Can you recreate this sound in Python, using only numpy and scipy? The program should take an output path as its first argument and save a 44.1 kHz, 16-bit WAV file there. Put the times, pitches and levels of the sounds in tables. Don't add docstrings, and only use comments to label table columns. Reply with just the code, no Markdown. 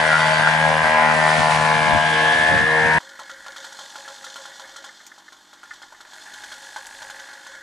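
import sys
import numpy as np
from scipy import signal
from scipy.fft import rfft, irfft, next_fast_len
from scipy.io import wavfile
from scipy.ndimage import uniform_filter1d

SR = 44100
rng = np.random.default_rng(int(sys.argv[2]) if len(sys.argv) > 2 else 0)


def unload_audio(sound):
    columns = np.transpose(np.atleast_2d(sound))
    steps = np.round(np.clip(columns, -1, 1) * 32767)
    wavfile.write(sys.argv[1], SR, steps.astype(np.int16))


def gain_from_decibels(decibels):
    exponent = np.asarray(decibels, float) / 20
    return 10 ** exponent


N = 336306
CUT_S = 2.9853
RISE_S = (1.37, 2.22)
CLEAR_S = (1.35, 1.8)
IDLE_HZ = 48.54

# frequency in Hz, left-right likeness 0-1.
EAR_LIKENESS = [(60, 0.057), (130, 1), (270, 0.46), (560, 1), (1190, 0.88), (2520, 0.15), (5310, 0.86),
                (11200, 0.56)]
# frequency in Hz, left minus right in dB.
EAR_LEAN = [(60, -2), (110, -1.5), (190, 6.5), (340, -1), (610, 4.5), (1100, 4.5), (1960, 2), (3510, -4.5),
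            (6270, 3.5), (11200, 0)]
# start in seconds, peak in dB, crack minus peak in dB.
FIRINGS_ASIDE = [(3.003, -30, -9.5), (3.089, -45.5, 6), (3.192, -26, -8), (3.296, -25, -12),
                 (3.463, -25, -13), (3.562, -27, -6), (3.644, -26, -7), (3.722, -33.5, -3),
                 (3.789, -28, -8), (3.956, -24, -9.5), (4.078, -25, -10), (4.242, -25.5, -4.5),
                 (4.358, -25, -6), (4.454, -27.5, -9.5), (4.596, -30, -7), (4.691, -39, -4),
                 (4.761, -26.5, -5.5), (4.842, -26.5, -7.5), (5.179, -37.5, -4.5), (5.323, -32.5, -8),
                 (5.53, -32.5, -9), (5.632, -29, -13), (5.734, -36, -5.5), (5.818, -31, -8.5),
                 (5.923, -32.5, -14), (6.005, -31, -8)]
# start in seconds, peak in dB, crack minus peak in dB.
FIRINGS_STRAIGHT = [(6.132, -35, -3), (6.335, -31, -3), (6.436, -25.5, -8), (6.517, -25, -8),
                    (6.761, -21.5, -11), (7.019, -24, -10), (7.099, -24, -9.5), (7.193, -25.5, -9),
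                    (7.288, -32.5, -15), (7.33, -31.5, -7), (7.465, -27.5, -9.5), (7.516, -35, -27),
                    (7.547, -41, -3)]
# frequency in Hz, width in Hz, level in dB.
BOX_MODES = [(826, 110, 5), (1087, 140, -4), (636, 61, -3)]
# frequency in Hz, width in Hz, level in dB.
CASING_MODES = [(3080, 210, 3.5), (3406, 220, 7), (3715, 106, 5.5), (4210, 250, 4.5), (5010, 170, 2),
                (5700, 140, 2.5), (6160, 63, 3), (6530, 250, 0.5), (7260, 260, -1), (7820, 91, -0.5),
                (8330, 120, -4.5), (9170, 160, -12)]


def rms_one(x):
    return x / np.sqrt(np.mean(x ** 2) + 1e-20)


def in_time(rows, count):
    s, *columns = np.transpose(rows)
    return [np.interp(np.arange(count) / SR, s, c) for c in columns]


def ramp(limits_s, times):
    return np.interp(times, limits_s, (0, 1))


def at_hz(points, hz):
    table_hz, value = np.transpose(points)
    return np.interp(np.log(np.maximum(hz, 1)), np.log(table_hz), value)


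def bumps(rows, times, gain_of):
    return sum(gain_of(db) * np.exp(-.5 * ((times - s) / half_s) ** 2) for s, db, half_s in rows)


def drift(rate, count, channels=1):
    r = np.exp(-128 * np.pi * rate / SR)
    white = rng.standard_normal((channels, count // 64 + 1002))
    slow = signal.lfilter([1], [1, -2 * r, r * r], white)[:, 1000:]
    return np.repeat(slow / slow.std(), 64, axis=1)[:, :count]


def coloured(x, spectrum):
    size = next_fast_len(x.shape[-1])
    gain = gain_from_decibels(at_hz(spectrum, np.arange(size // 2 + 1) * SR / size))
    return rms_one(irfft(rfft(x, size) * gain, size)[..., :x.shape[-1]])


def third_octave(low_hz, high_hz):
    return signal.butter(2, [low_hz, high_hz], "band", fs=SR, output="sos")


def band(x, low_hz, high_hz):
    return rms_one(signal.sosfilt(third_octave(low_hz, high_hz), x))


def resonate(x, modes):
    out = 0
    for k, (hz, width, db) in enumerate(modes):
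        r = np.exp(-np.pi * width / SR)
        top = [(1 - r * r) / 2, 0, (r * r - 1) / 2]
        bottom = [1, -2 * r * np.cos(2 * np.pi * hz / SR), r * r]
        out = out + (-1) ** k * gain_from_decibels(db) * signal.lfilter(top, bottom, x)
    return out


def dying(clicks, t60):
    return signal.lfilter([1], [1, -gain_from_decibels(-60 / (t60 * SR))], clicks + 1e-12)


def clicks_at(times, db):
    out = np.zeros(N)
    out[np.minimum(np.round(np.asarray(times) * SR).astype(int), N - 1)] = gain_from_decibels(np.asarray(db))
    return out


def slap_multiples():
    # multiple of the blade pass rate, level in dB.
    near = [(1, -16.5), (2, -3.5), (3, -10), (4, -18), (5, -20), (6, -8.5), (7, -7), (8, -0.5), (9, -3.5),
            (10, -1), (11, 3), (12, -2.5), (13, -1.5), (14, -5.5), (15, -9), (16, -16), (17, -11), (18, -7),
            (19, -3), (20, -9), (21, -5), (22, -6), (23, -8.5), (24, -6), (25, -3), (26, -8.5)]
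    # multiple of the blade pass rate, level in dB.
    aloft = [(1, -23.5), (2, -7.5), (3, -13), (4, -10.5), (5, -14.5), (6, -3.5), (7, -8), (8, -6), (9, -4),
             (10, -21), (11, -1), (12, -11), (13, -6), (14, -7.5), (15, -19), (16, -50), (17, -41),
             (18, -17)]
    higher = [(n, -9.5 - 0.98 * (n - 27) + 2 * rng.standard_normal()) for n in range(27, 49)]
    high = dict(aloft)
    rows = []
    for order, db in near + higher:
        loss_db = 16.0 if order < 27 else 2.0
        rows.append((order, db, high.get(order, db - loss_db) + 4.0))
    return rows


def eddy_lift(order, hz, times):
    # time in seconds, centre in Hz, gain in dB, half length in seconds, half width in Hz.
    lobes = [(0.18, 800, -8, 0.065, 135), (0.15, 1880, 7.5, 0.058, 67), (.14, 1410, 8, 0.024, 110),
             (0.24, 845, 12, 0.059, 138), (0.3, 2130, 2, 0.038, 94), (0.28, 765, -27, 0.14, 44),
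             (0.46, 1400, 10, 0.065, 99), (0.453, 1500, 4, 0.021, 140), (0.47, 1300, 13, 0.0086, 130),
             (0.64, 440, -4.5, 0.067, 110), (0.674, 480, 7.5, 0.05, 260), (0.67, 1660, -5.5, 0.041, 96),
             (0.966, 1780, 7, 0.077, 126), (0.94, 1120, 6.5, 0.17, 135), (0.98, 790, 5, 0.054, 150),
             (1.08, 1335, 8, 0.044, 67), (1.37, 1020, -5, 0.035, 81), (1.17, 1500, 3, 0.079, 72),
             (1.503, 900, 3.5, 0.027, 61), (1.6, 1930, -7.5, 0.15, 100), (1.56, 1020, 3, 0.34, 65),
             (1.945, 710, 3.5, 0.042, 160), (1.99, 400, -15, 0.081, 74), (2.1, 580, -13, 0.034, 79),
             (2.15, 860, 6.5, 0.089, 40), (1.7, 2060, -4, .1, 60), (2, 490, 6, 0.099, 25),
             (2.503, 635, 7, 0.051, 99), (2.796, 464, 7, 0.085, 37), (2.692, 840, -15.5, 0.051, 64),
             (2.83, 915, 18.5, 0.19, 27), (3, 780, 5, 0.18, 26), (2.98, 2220, 5.5, 0.17, 230),
             (2.925, 1480, 10.5, 0.083, 69), (2.34, 3450, 14, 0.36, 350), (0.22, 1470, -2.5, .06, 120),
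             (2.77, 828, 6, 0.093, 23), (2.3, 840, 2, 0.09, 25), (0.39, 3400, 13, 0.4, 380),
             (1.27, 378, 9.5, 0.055, 28), (0.83, 1760, 2, 0.1, 76), (0.73, 556, 6, 0.11, 34),
             (2.93, 920, 7, 0.045, 58)]
    # time in seconds, multiple, gain in dB, half length in seconds.
    swaps = [(0.11, 21, 7, 0.043), (0.232, 25, 11, 0.019), (0.43, 10, 12, 0.044), (0.47, 19, -12.7, 0.043),
             (0.62, 18, 5, 0.28), (0.655, 21, 13, 0.035), (0.66, 22, -10.7, 0.035), (0.703, 11, -8, 0.016),
             (0.71, 25, -13.4, 0.04), (0.79, 20, 3, 0.17), (0.946, 14, -8, 0.17), (0.962, 21, 9, 0.028),
             (0.997, 16, 4, 0.18), (1.07, 10, 6, 0.05), (1.14, 12, -5, 0.022), (1.175, 11, -17, 0.018),
             (1.21, 22, -13, 0.2), (1.347, 23, 8, 0.19), (1.476, 9, 5.5, 0.025), (1.488, 21, -9, 0.22),
             (1.767, 8, -17, 0.023), (2.13, 26, 10.7, 0.26), (2.14, 18, -9.7, 0.12),
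             (2.363, 11, -16, 0.019), (2.467, 6, -8, 0.061), (2.608, 8, -16, 0.057), (2.72, 20, -14, 0.063),
             (2.797, 10, 19.5, 0.094), (2.96, 21, 6, 0.16), (2.98, 11, -19, 0.12)]
    # time in seconds, multiple, gain in dB, half length in seconds.
    echo_nulls = [(0.54, 6, -12, .03), (1.22, 6, -12, .02), (1.98, 6, -13, 0.047), (2.2, 9, 4, 0.16),
                  (2.19, 11, -3, 0.055), (0.31, 8, 4.5, 0.052), (1.07, 3, 5.5, 0.11), (1.22, 13, -2, 0.054),
                  (2.27, 13, -1, 0.077)]
    group = [(s, db * np.exp(-.5 * ((hz - lobe_hz) / half_hz) ** 2), half_s)
             for s, lobe_hz, db, half_s, half_hz in lobes]
    single = [(s, db, half_s) for s, multiple, db, half_s in swaps + echo_nulls if multiple == order]
    return bumps(group + single, times, float)


def exhaust_ring(order, passes, ring_db, ring_hz, width_hz, below):
    sweep = 0.62
    ring = gain_from_decibels(ring_db - 3.5) / (1 + 2j * (order * passes - ring_hz) / width_hz) ** 2
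    return ring * np.exp(1j * sweep * below ** 2 * (order - ring_hz / passes) ** 2)


def propeller(count):
    # time in seconds, blade passes per second.
    pass_rate = [(0.0, 78.4), (1.26, 78.2), (1.63, 77.7), (2.14, 77.6), (2.52, 78.3), (2.62, 78.0),
                 (2.98, 78.2)]
    # time in seconds, blade slap in dB, exhaust ring in dB, ring centre in Hz,
    # clearness of the air path in dB.
    path = [(0.0, -19, -22, 1560, -3), (0.15, -20.5, -21, 1380, -1.5), (0.4, -21, -22, 1540, -3),
            (0.7, -21.5, -24, 1667, -4.5), (1.05, -17, -27, 1430, -4.5), (1.4, -18.5, -25.5, 1730, 0),
            (1.75, -19, -15, 1657, -3), (2.05, -20, -16, 1650, -4.5), (2.3, -22, -12, 1697, -2.5),
            (2.6, -23, -13.5, 1730, -6.5), (2.98, -23.5, -17.5, 1753, -6.5)]
    # time in seconds, depth in dB, half length in seconds.
    fades = [
        (0.0, -5, .08),
        (0.96, -13, .06),
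        (2.45, -9, .22),
    ]
    # time in seconds, gain in dB, half length in seconds.
    surges = [(0.478, 9, 0.0038), (0.657, 4, 0.0051), (1.003, -3.5, 0.1), (1.105, 3.5, 0.0057),
              (1.15, -3.5, 0.023), (1.512, 0.5, 0.014), (1.73, 2, 0.04)]
    # time in seconds, width in Hz.
    ring_width = [(0.0, 260), (1.35, 260), (1.8, 125), (2.3, 120), (2.6, 160), (2.98, 240)]
    thump_db, tip_hiss_db = -30.5, -21.5
    twinkle_db, flutter_db = 1.6, 1.6
    wander, spread, slap_sweep, echo_scatter = 0.32, 0.3, .07, .9
    half_share = 0.13

    full_passes = in_time(pass_rate, count)[0]
    turn = 2 * np.pi * np.cumsum(full_passes) / SR - 0.8
    slap_db, ring_db, ring_hz, clear_db = in_time(path, count)
    at = np.arange(0, count, 64)
    times, below, passes = at / SR, at / count, full_passes[at]
    risen, clear = ramp(RISE_S, times), ramp(CLEAR_S, times)
    width_hz = in_time(ring_width, count)[0][at]
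    second_db = thump_db + bumps(fades, times, float) + 7.5
    surge_db = bumps(surges, times, float)
    loose = gain_from_decibels(-1.5 * surge_db)

    eddies = np.clip(drift(3, count, channels=192)[:, ::64].reshape(4, 48, -1), -1.6, 1.6)
    flutter = drift(11, count, channels=96)[:, ::64].reshape(2, 48, -1)
    flutter = uniform_filter1d(flutter, size=5, axis=1) * np.sqrt(5)
    scatter = rng.standard_normal(48)

    rotor, half_step = np.ones(count, complex), np.exp(.5j * turn)
    out = np.zeros((2, count))
    for k, (order, near_db, high_db) in enumerate(slap_multiples()):
        rotor = rotor * half_step ** 2
        hz = order * passes[0]
        low = min(order / 3, 1)

        db = near_db + (clear if order > 18 else risen) * (high_db - near_db)
        if order < 2:
            db = db + thump_db + 6.5
        elif order < 3:
            db = db + second_db
        else:
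            db = db + slap_db[at] - 6.5
        db = db + np.clip(order / 8, 0, 1) * (flutter_db * flutter[0, k] + surge_db * (8 < order < 24))
        db = db + twinkle_db * min(order / 7, 1) * eddies[0, k]
        lag = spread * min(order, 14) / 10 * scatter[k] * loose + slap_sweep * min(order - 11, 0) ** 2
        lag = lag - 1.2 + echo_scatter * risen * scatter[-k]
        slap = gain_from_decibels(db) * np.exp(1j * lag)

        lift_db = eddy_lift(order, hz, times)
        apart = np.sqrt(np.clip(1 - at_hz(EAR_LIKENESS, hz), 0, 1))
        steady = 1 - 0.7 * clear * (18 < order < 27)
        common = wander * np.sqrt(order / 10) * (eddies[2, k] + 0.5 * flutter[1, k]) * loose * steady
        for share, shift in ((1, 0), (half_share, .5)):
            if shift and not 17 < order < 26:
                continue
            z = exhaust_ring(order + shift, passes, ring_db[at], ring_hz[at], width_hz, below)
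            z = z * np.exp(4j * shift * scatter[k])
            if not shift:
                z = z + slap
            carrier = rotor * half_step if shift else rotor
            for ear, sign in enumerate((1, -1)):
                level_db = sign * (0.5 * low * apart * eddies[1, k] + at_hz(EAR_LEAN, hz) / 2)
                phase = common + 0.52 * sign * apart * (1.6 * low * steady * eddies[3, k] + 1)
                heard = share * z * gain_from_decibels(level_db + lift_db) * np.exp(1j * phase)
                out[ear] += (np.interp(np.arange(count), at, heard) * carrier).real
    return out, turn, tip_hiss_db + clear_db, (slap_db + ring_db) / 2


def blade_wash(turn, hiss_db, body_db):
    # frequency in Hz, level in dB per Hz.
    wash = [(24, -51), (40, -51), (106, -11), (155, -7), (418, -27), (463, -13.5), (699, 5.5), (788, -2.5),
            (859, 3), (1230, -2.5), (1670, 3.5), (2400, -5), (3120, -46), (5280, -120)]
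    # frequency in Hz, level in dB per Hz.
    hiss = [(1290, -30), (2200, 0), (2690, -0.5), (3230, -9), (4010, -5), (5040, -9.5), (6730, -15.5),
            (9610, -15), (11000, -30), (14300, -60), (22000, -120)]
    throb, tip_throb, thins_db, patchy_db = 0.027, 0.3, -4, 1.0
    count = len(turn)
    times = np.arange(count) / SR
    risen, clear = ramp(RISE_S, times), ramp(CLEAR_S, times)
    edges, both = 40 * 2 ** np.arange(0, 8.5, 1 / 3), np.array([[1], [-1]])
    white, patches = rng.standard_normal((2, 2, count)), drift(23, count, channels=26)
    out = 0
    for k, (low, high) in enumerate(zip(edges, edges[1:])):
        mid, side = signal.sosfilt(third_octave(low, high), white[k % 2])
        hz = np.sqrt(low * high)
        if hz > 2300:
            level_db = at_hz(hiss, hz) + hiss_db + 4.5
            if hz < 4200:
                level_db = level_db + tip_throb * 20 / np.log(10) * np.cos(turn)
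        else:
            level_db = at_hz(wash, hz) + .5 * body_db - 5.5
            level_db = level_db + thins_db * (hz > 500) * clear
        level_db = level_db + 1.5 * (3000 < hz < 3800) * risen
        level_db = level_db + patchy_db * (patches[k] + 0.72 * patches[25])
        gain = gain_from_decibels(level_db + at_hz(EAR_LEAN, hz) / 2 * both)
        alike = np.clip(at_hz(EAR_LIKENESS, hz), 0, 1)
        out = out + gain * (np.sqrt(1 + alike) * mid + np.sqrt(1 - alike) * side * both)
    return out * np.exp(throb * (np.cos(turn) + .5 * np.cos(2 * turn)))


def gear_whine(count):
    # time in seconds, frequency in Hz, level in dB.
    whine = [
        (0.0, 4580, -43),
        (0.448, 4560, -39),
        (0.5, 4560, -45),
    ]
    hz, db = in_time(whine + [(.53, whine[-1][1], -70)], count)
    phase = 2 * np.pi * np.cumsum(hz) / SR + 0.8 * drift(8.0, count)[0]
    return gain_from_decibels(db + 4.5 * drift(14.0, count)[0]) * np.cos(phase)


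def port_wind(count):
    # time in seconds, level in dB.
    breeze = [(0.0, -60), (1.3, -51), (2.98, -52)]
    # time in seconds, peak in dB, half length in seconds.
    gusts = [(0.43, -42, 0.021), (0.86, -30.5, 0.014), (1.41, -29.5, 0.019), (1.79, -36.5, 0.15),
             (1.96, -35.5, 0.019), (2.13, -34.5, 0.033), (2.36, -45, 0.033), (2.49, -46, 0.063),
             (2.6, -33, 0.056), (2.84, -28, 0.033), (2.96, -41, 0.032)]
    lumps = gain_from_decibels(5.7 * drift(6.0, count, channels=2))
    level = gain_from_decibels(in_time(breeze, count)[0]) + bumps(gusts, np.arange(count) / SR, gain_from_decibels)
    rumble = band(rng.standard_normal((2, count)) * lumps, 43, 900)
    return gain_from_decibels(4.5) * level * band(rumble, 67, 247)


def climb():
    count = round(CUT_S * SR)
    tones, turn, hiss_db, body_db = propeller(count)
    field = tones + blade_wash(turn, hiss_db, body_db) + port_wind(count) + gear_whine(count)
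    low_pass = signal.ellip(14, .5, 85, 11150, fs=SR, output="sos")
    field = signal.sosfilt(low_pass, 1.3 * np.tanh(field / 1.3))
    fade = np.minimum(np.arange(count, 0, -1) / (0.0002 * SR), 1)
    return np.pad(field * fade, ((0, 0), (0, N - count)))


def all_firings():
    # start in seconds, peak in dB.
    weak = [(3.118, -64), (3.925, -80), (4.026, -82), (4.053, -31), (4.643, -45), (5.116, -39),
            (5.655, -41), (5.708, -30), (6.051, -34), (6.226, -48), (6.672, -51), (6.927, -29),
            (7.144, -29), (4.16, -46), (6.27, -32), (6.391, -45)]
    rows = [(s, db, 1403, crack_db, 0) for s, db, crack_db in FIRINGS_ASIDE]
    rows += [(s, db, 1544, crack_db, 0) for s, db, crack_db in FIRINGS_STRAIGHT]
    rows += [(s, db, 1730, -18, -5.5) for s, db in weak]
    return np.transpose(sorted(rows))


def firings():
    s, db, ring_hz, crack_db, box_db = all_firings()
    white, luck = rng.standard_normal((3, N)), rng.standard_normal((len(s), 2))
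    ring_hz = ring_hz * (1 + 0.0044 * luck[:, 0])
    box_db = box_db - 16 - 3.5 * luck[:, 1]
    out = np.zeros(N)
    for at, level_db, hz in zip(np.round(s * SR).astype(int), db, ring_hz):
        t = np.arange(min(3000, N - at)) / SR
        burst = white[0, at:at + len(t)] * gain_from_decibels(-60 * t / 0.14)
        burst[0] += 22.0
        silencer = [(hz, 70, 0), (hz * 1.16, 110, -4), (hz * 1.16, 200, -6)]
        out[at:at + len(t)] += gain_from_decibels(level_db + 6.5) * resonate(burst, silencer)
    pops = clicks_at(s, db + box_db)
    out += gain_from_decibels(11.0) * resonate(11.5 * pops + white[1] * dying(pops, 0.16), BOX_MODES + [(1057, 81, 2.5)])
    crack = dying(dying(clicks_at(s, db + crack_db), 0.07), 0.014) / 190
    casing = CASING_MODES + [(3280, 170, -11.0), (11400, 7100, -13.5)]
    out += gain_from_decibels(10.5) * resonate(white[2] * crack, casing)
    out = out + gain_from_decibels(-13) * np.roll(out, round(SR / IDLE_HZ))
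    return signal.sosfilt(signal.butter(4, 11500, fs=SR, output="sos"), out)


def idle_cycles(spread_db):
    firing_s = np.transpose(FIRINGS_ASIDE + FIRINGS_STRAIGHT)[0]
    marks = np.concatenate([[CUT_S - .02], firing_s, [N / SR]])
    turns = np.cumsum(np.maximum(np.round(np.diff(marks) * IDLE_HZ), 1))
    times = np.interp(np.arange(turns[-1]), np.append(0, turns), marks)
    return clicks_at(times, spread_db * rng.standard_normal(len(times)))


def idle_silencer(cycles, puffs, half_turn, turned):
    # frequency in Hz, width in Hz, level in dB.
    side_modes = [(1418, 34, 5.5), (1544, 117, 1.5), (1703, 115, 3.5), (1935, 60, 0), (2167, 38, -4)]
    # frequency in Hz, width in Hz, level in dB.
    back_modes = [(1523, 22, -5), (1650, 70, 7.5), (1940, 210, -6), (835, 60, 3), (2700, 600, -11)]
    white = rng.standard_normal(N)
    side = rms_one(resonate(white * (2.2 + puffs), side_modes))
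    port = white * (.25 + .6 * np.roll(puffs, half_turn)) + 90.0 * np.roll(cycles, half_turn)
    back = rms_one(resonate(port, back_modes))
    s, db = all_firings()[:2]
    rundown = 0.81 + 0.5 * dying(clicks_at(s, np.minimum(db + 28.5, 0)), 0.48)
    aside = turned ** 2.5
    return aside * side * rundown + (1 - aside) * back


def idle_casing(puffs, turned):
    white = rng.standard_normal(N)
    low_gain = (0.24 + 1.18 * turned) * gain_from_decibels(0.27 * drift(13.0, N)[0])
    low = low_gain * resonate(white * (2.74 + puffs), CASING_MODES[:3])
    high = resonate(white * (4.8 + puffs), CASING_MODES[3:])
    return gain_from_decibels(1.6 * drift(6.6, N)[0]) * rms_one(high + low)


def harness_thud(half_turn):
    # frequency in Hz, width in Hz, level in dB.
    modes = [(190, 28, -2), (234, 21, 0.5), (312, 66, 5), (377, 77, -3.5)]
    strokes = idle_cycles(2.2)
    early = resonate(np.roll(strokes, -half_turn), modes[:2])
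    thud = gain_from_decibels(-70.5) * rms_one(early + resonate(strokes, modes[2:]))
    s, db = all_firings()[:2]
    return thud + resonate(clicks_at(s, np.minimum(db, -32.0)), [(370, 42, 20.0)])


def hollow_hum():
    # time in seconds, level in dB.
    hollow = [(2.99, -58.5), (4.7, -58.5), (5.1, -73), (6.2, -92), (6.55, -68), (6.88, -65), (6.98, -63),
              (7.63, -58.5)]
    s, db = all_firings()[:2]
    swell = dying(dying(clicks_at(s + 0.023, db), 0.12), 0.047)
    tone = np.cos(2 * np.pi * 543 * np.arange(N) / SR + .9 * drift(9.0, N)[0])
    strength = .7 * gain_from_decibels(5.5 * drift(13.0, N)[0]) + rms_one(swell)
    return gain_from_decibels(in_time(hollow, N)[0]) * tone * strength


def idle_running():
    # time in seconds, motor level in dB, turned away 0-1, open casing in dB.
    head = [(2.99, -48.5, 1, 4), (3.11, -44, 1, -5.5), (3.57, -44, 1, -1.5), (3.79, -45, 0.9, 2.5),
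            (4.0, -43, 0.67, -1), (4.65, -46.5, 1, 2), (5.21, -54.5, 0.97, 0.5), (5.42, -58.5, 1, 4.5),
            (5.71, -52.5, 1, 0), (6.06, -52.5, 0.85, 1), (6.16, -42, 0.8, -3.5), (6.55, -40, 0.83, -5),
            (7.08, -40.5, 0.7, -4.5), (7.63, -43, 0.98, -6)]
    # frequency in Hz, level in dB per Hz.
    bed_spectrum = [(70, -42), (110, -23), (330, -12.5), (470, -18.5), (1200, -8.5), (2500, -21.5),
                    (5000, -20), (9000, -26.5), (12000, -28.5), (13600, -31.5), (15200, -49)]
    silencer_db, turned, open_db = in_time(head, N)
    hiss_db, turned = silencer_db + open_db, np.clip(turned, 0, 1)
    half_turn = round(SR / IDLE_HZ / 2)
    cycles = idle_cycles(1.8)
    puffs = rms_one(dying(dying(cycles, .04), .015))
    white = rng.standard_normal((3, N))

    silencer = gain_from_decibels(silencer_db - 2.5) * idle_silencer(cycles, puffs, half_turn, turned)
    casing = gain_from_decibels(hiss_db - 3.5) * idle_casing(puffs, turned)
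    box = rms_one(resonate(white[0] * (0.5 + puffs) + 32.0 * cycles, BOX_MODES))
    box = gain_from_decibels(hiss_db - 11 + 0.91 * (1 - turned)) * box
    bed = gain_from_decibels(0.5 * (hiss_db - hiss_db[-1]) - 56.5) * coloured(white[1] * (15.0 + puffs), bed_spectrum)
    intake_db = -69 + 3.15 * (silencer_db + .5 * open_db + 47)
    intake = gain_from_decibels(intake_db) * band(white[2] * (2.0 + puffs), 5500, 10000)
    return silencer + casing + box + bed + intake + harness_thud(half_turn) + hollow_hum()


def rattles():
    # start in seconds, peak in dB.
    snaps = [(3.2334, -30), (3.3144, -27), (3.3363, -32), (3.482, -27), (3.5209, -30), (3.5814, -27),
             (3.6026, -28), (3.7274, -36), (3.8606, -32), (3.903, -31), (4.1016, -32), (4.3001, -30),
             (4.342, -28), (4.597, -28), (4.6194, -30), (6.5405, -32), (6.8568, -29), (7.2, -30)]
    s, db = np.transpose(snaps)
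    contacts = clicks_at(s, db) - clicks_at(s + 0.00121, db - 7.0)
    return gain_from_decibels(17.0) * resonate(contacts, CASING_MODES[:9] + [(1900, 200, 0.0)])


def knocks():
    # start in seconds, peak in dB.
    blows = [(4.2663, -34), (4.646, -38), (4.89, -34), (5.0023, -40.5), (5.1172, -37.5), (5.281, -36.5),
             (5.7089, -27), (5.8297, -37.5), (5.947, -40)]
    # frequency in Hz, level in dB, 60 dB decay in seconds.
    part_modes = [(1244, -8.5, 0.028), (1443, 2, 0.049), (1770, 1, 0.026), (2073, -6, 0.027)]
    s, db = np.transpose(blows)
    hits = clicks_at(s, db) - clicks_at(s + 0.00359, db - 4.0) + clicks_at(s + 0.0033, db - 16)
    return gain_from_decibels(38.0) * resonate(hits, [(hz, 1.6 / t60, db) for hz, db, t60 in part_modes])


def ticks():
    # start in seconds, peak in dB, main frequency in Hz.
    contacts = [
        (5.0654, -26.5, 6740),
        (5.0735, -32, 6800),
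        (6.8675, -26.5, 7600),
    ]
    out, t = np.zeros(N), np.arange(2000) / SR
    others = [(4600, 700, -4), (11700, 700, -11), (1900, 700, -6), (3300, 600, -10)]
    for s, db, hz in contacts:
        burst = rng.standard_normal(len(t)) * gain_from_decibels(db - 60 * t / 0.038)
        out[round(s * SR):][:len(t)] += resonate(burst, [(hz, 900, 2.5)] + others)
    return out


def helmet_wind():
    # time in seconds, peak in dB, half length in seconds.
    gusts = [(3.4, -75, 0.13), (4.1, -90, 0.18), (4.72, -78, 0.067), (5.9, -80, .25), (6.45, -70, 0.094),
             (6.98, -69, 0.18), (7.63, -73, .1)]
    level = gain_from_decibels(-84) + bumps(gusts, np.arange(N) / SR, gain_from_decibels)
    return level * band(rng.standard_normal(N), 4.4, 84)


def scene():
    helmet = firings() + idle_running() + rattles() + knocks() + ticks() + helmet_wind()
    return climb() + helmet * (np.arange(N) >= round(CUT_S * SR))


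def top_cut(x):
    return signal.sosfilt(signal.butter(12, 15450, fs=SR, output="sos"), x)


def record(dry):
    return top_cut(np.clip(dry, -.93, .93))


dry = scene()
out = record(dry)
unload_audio(out)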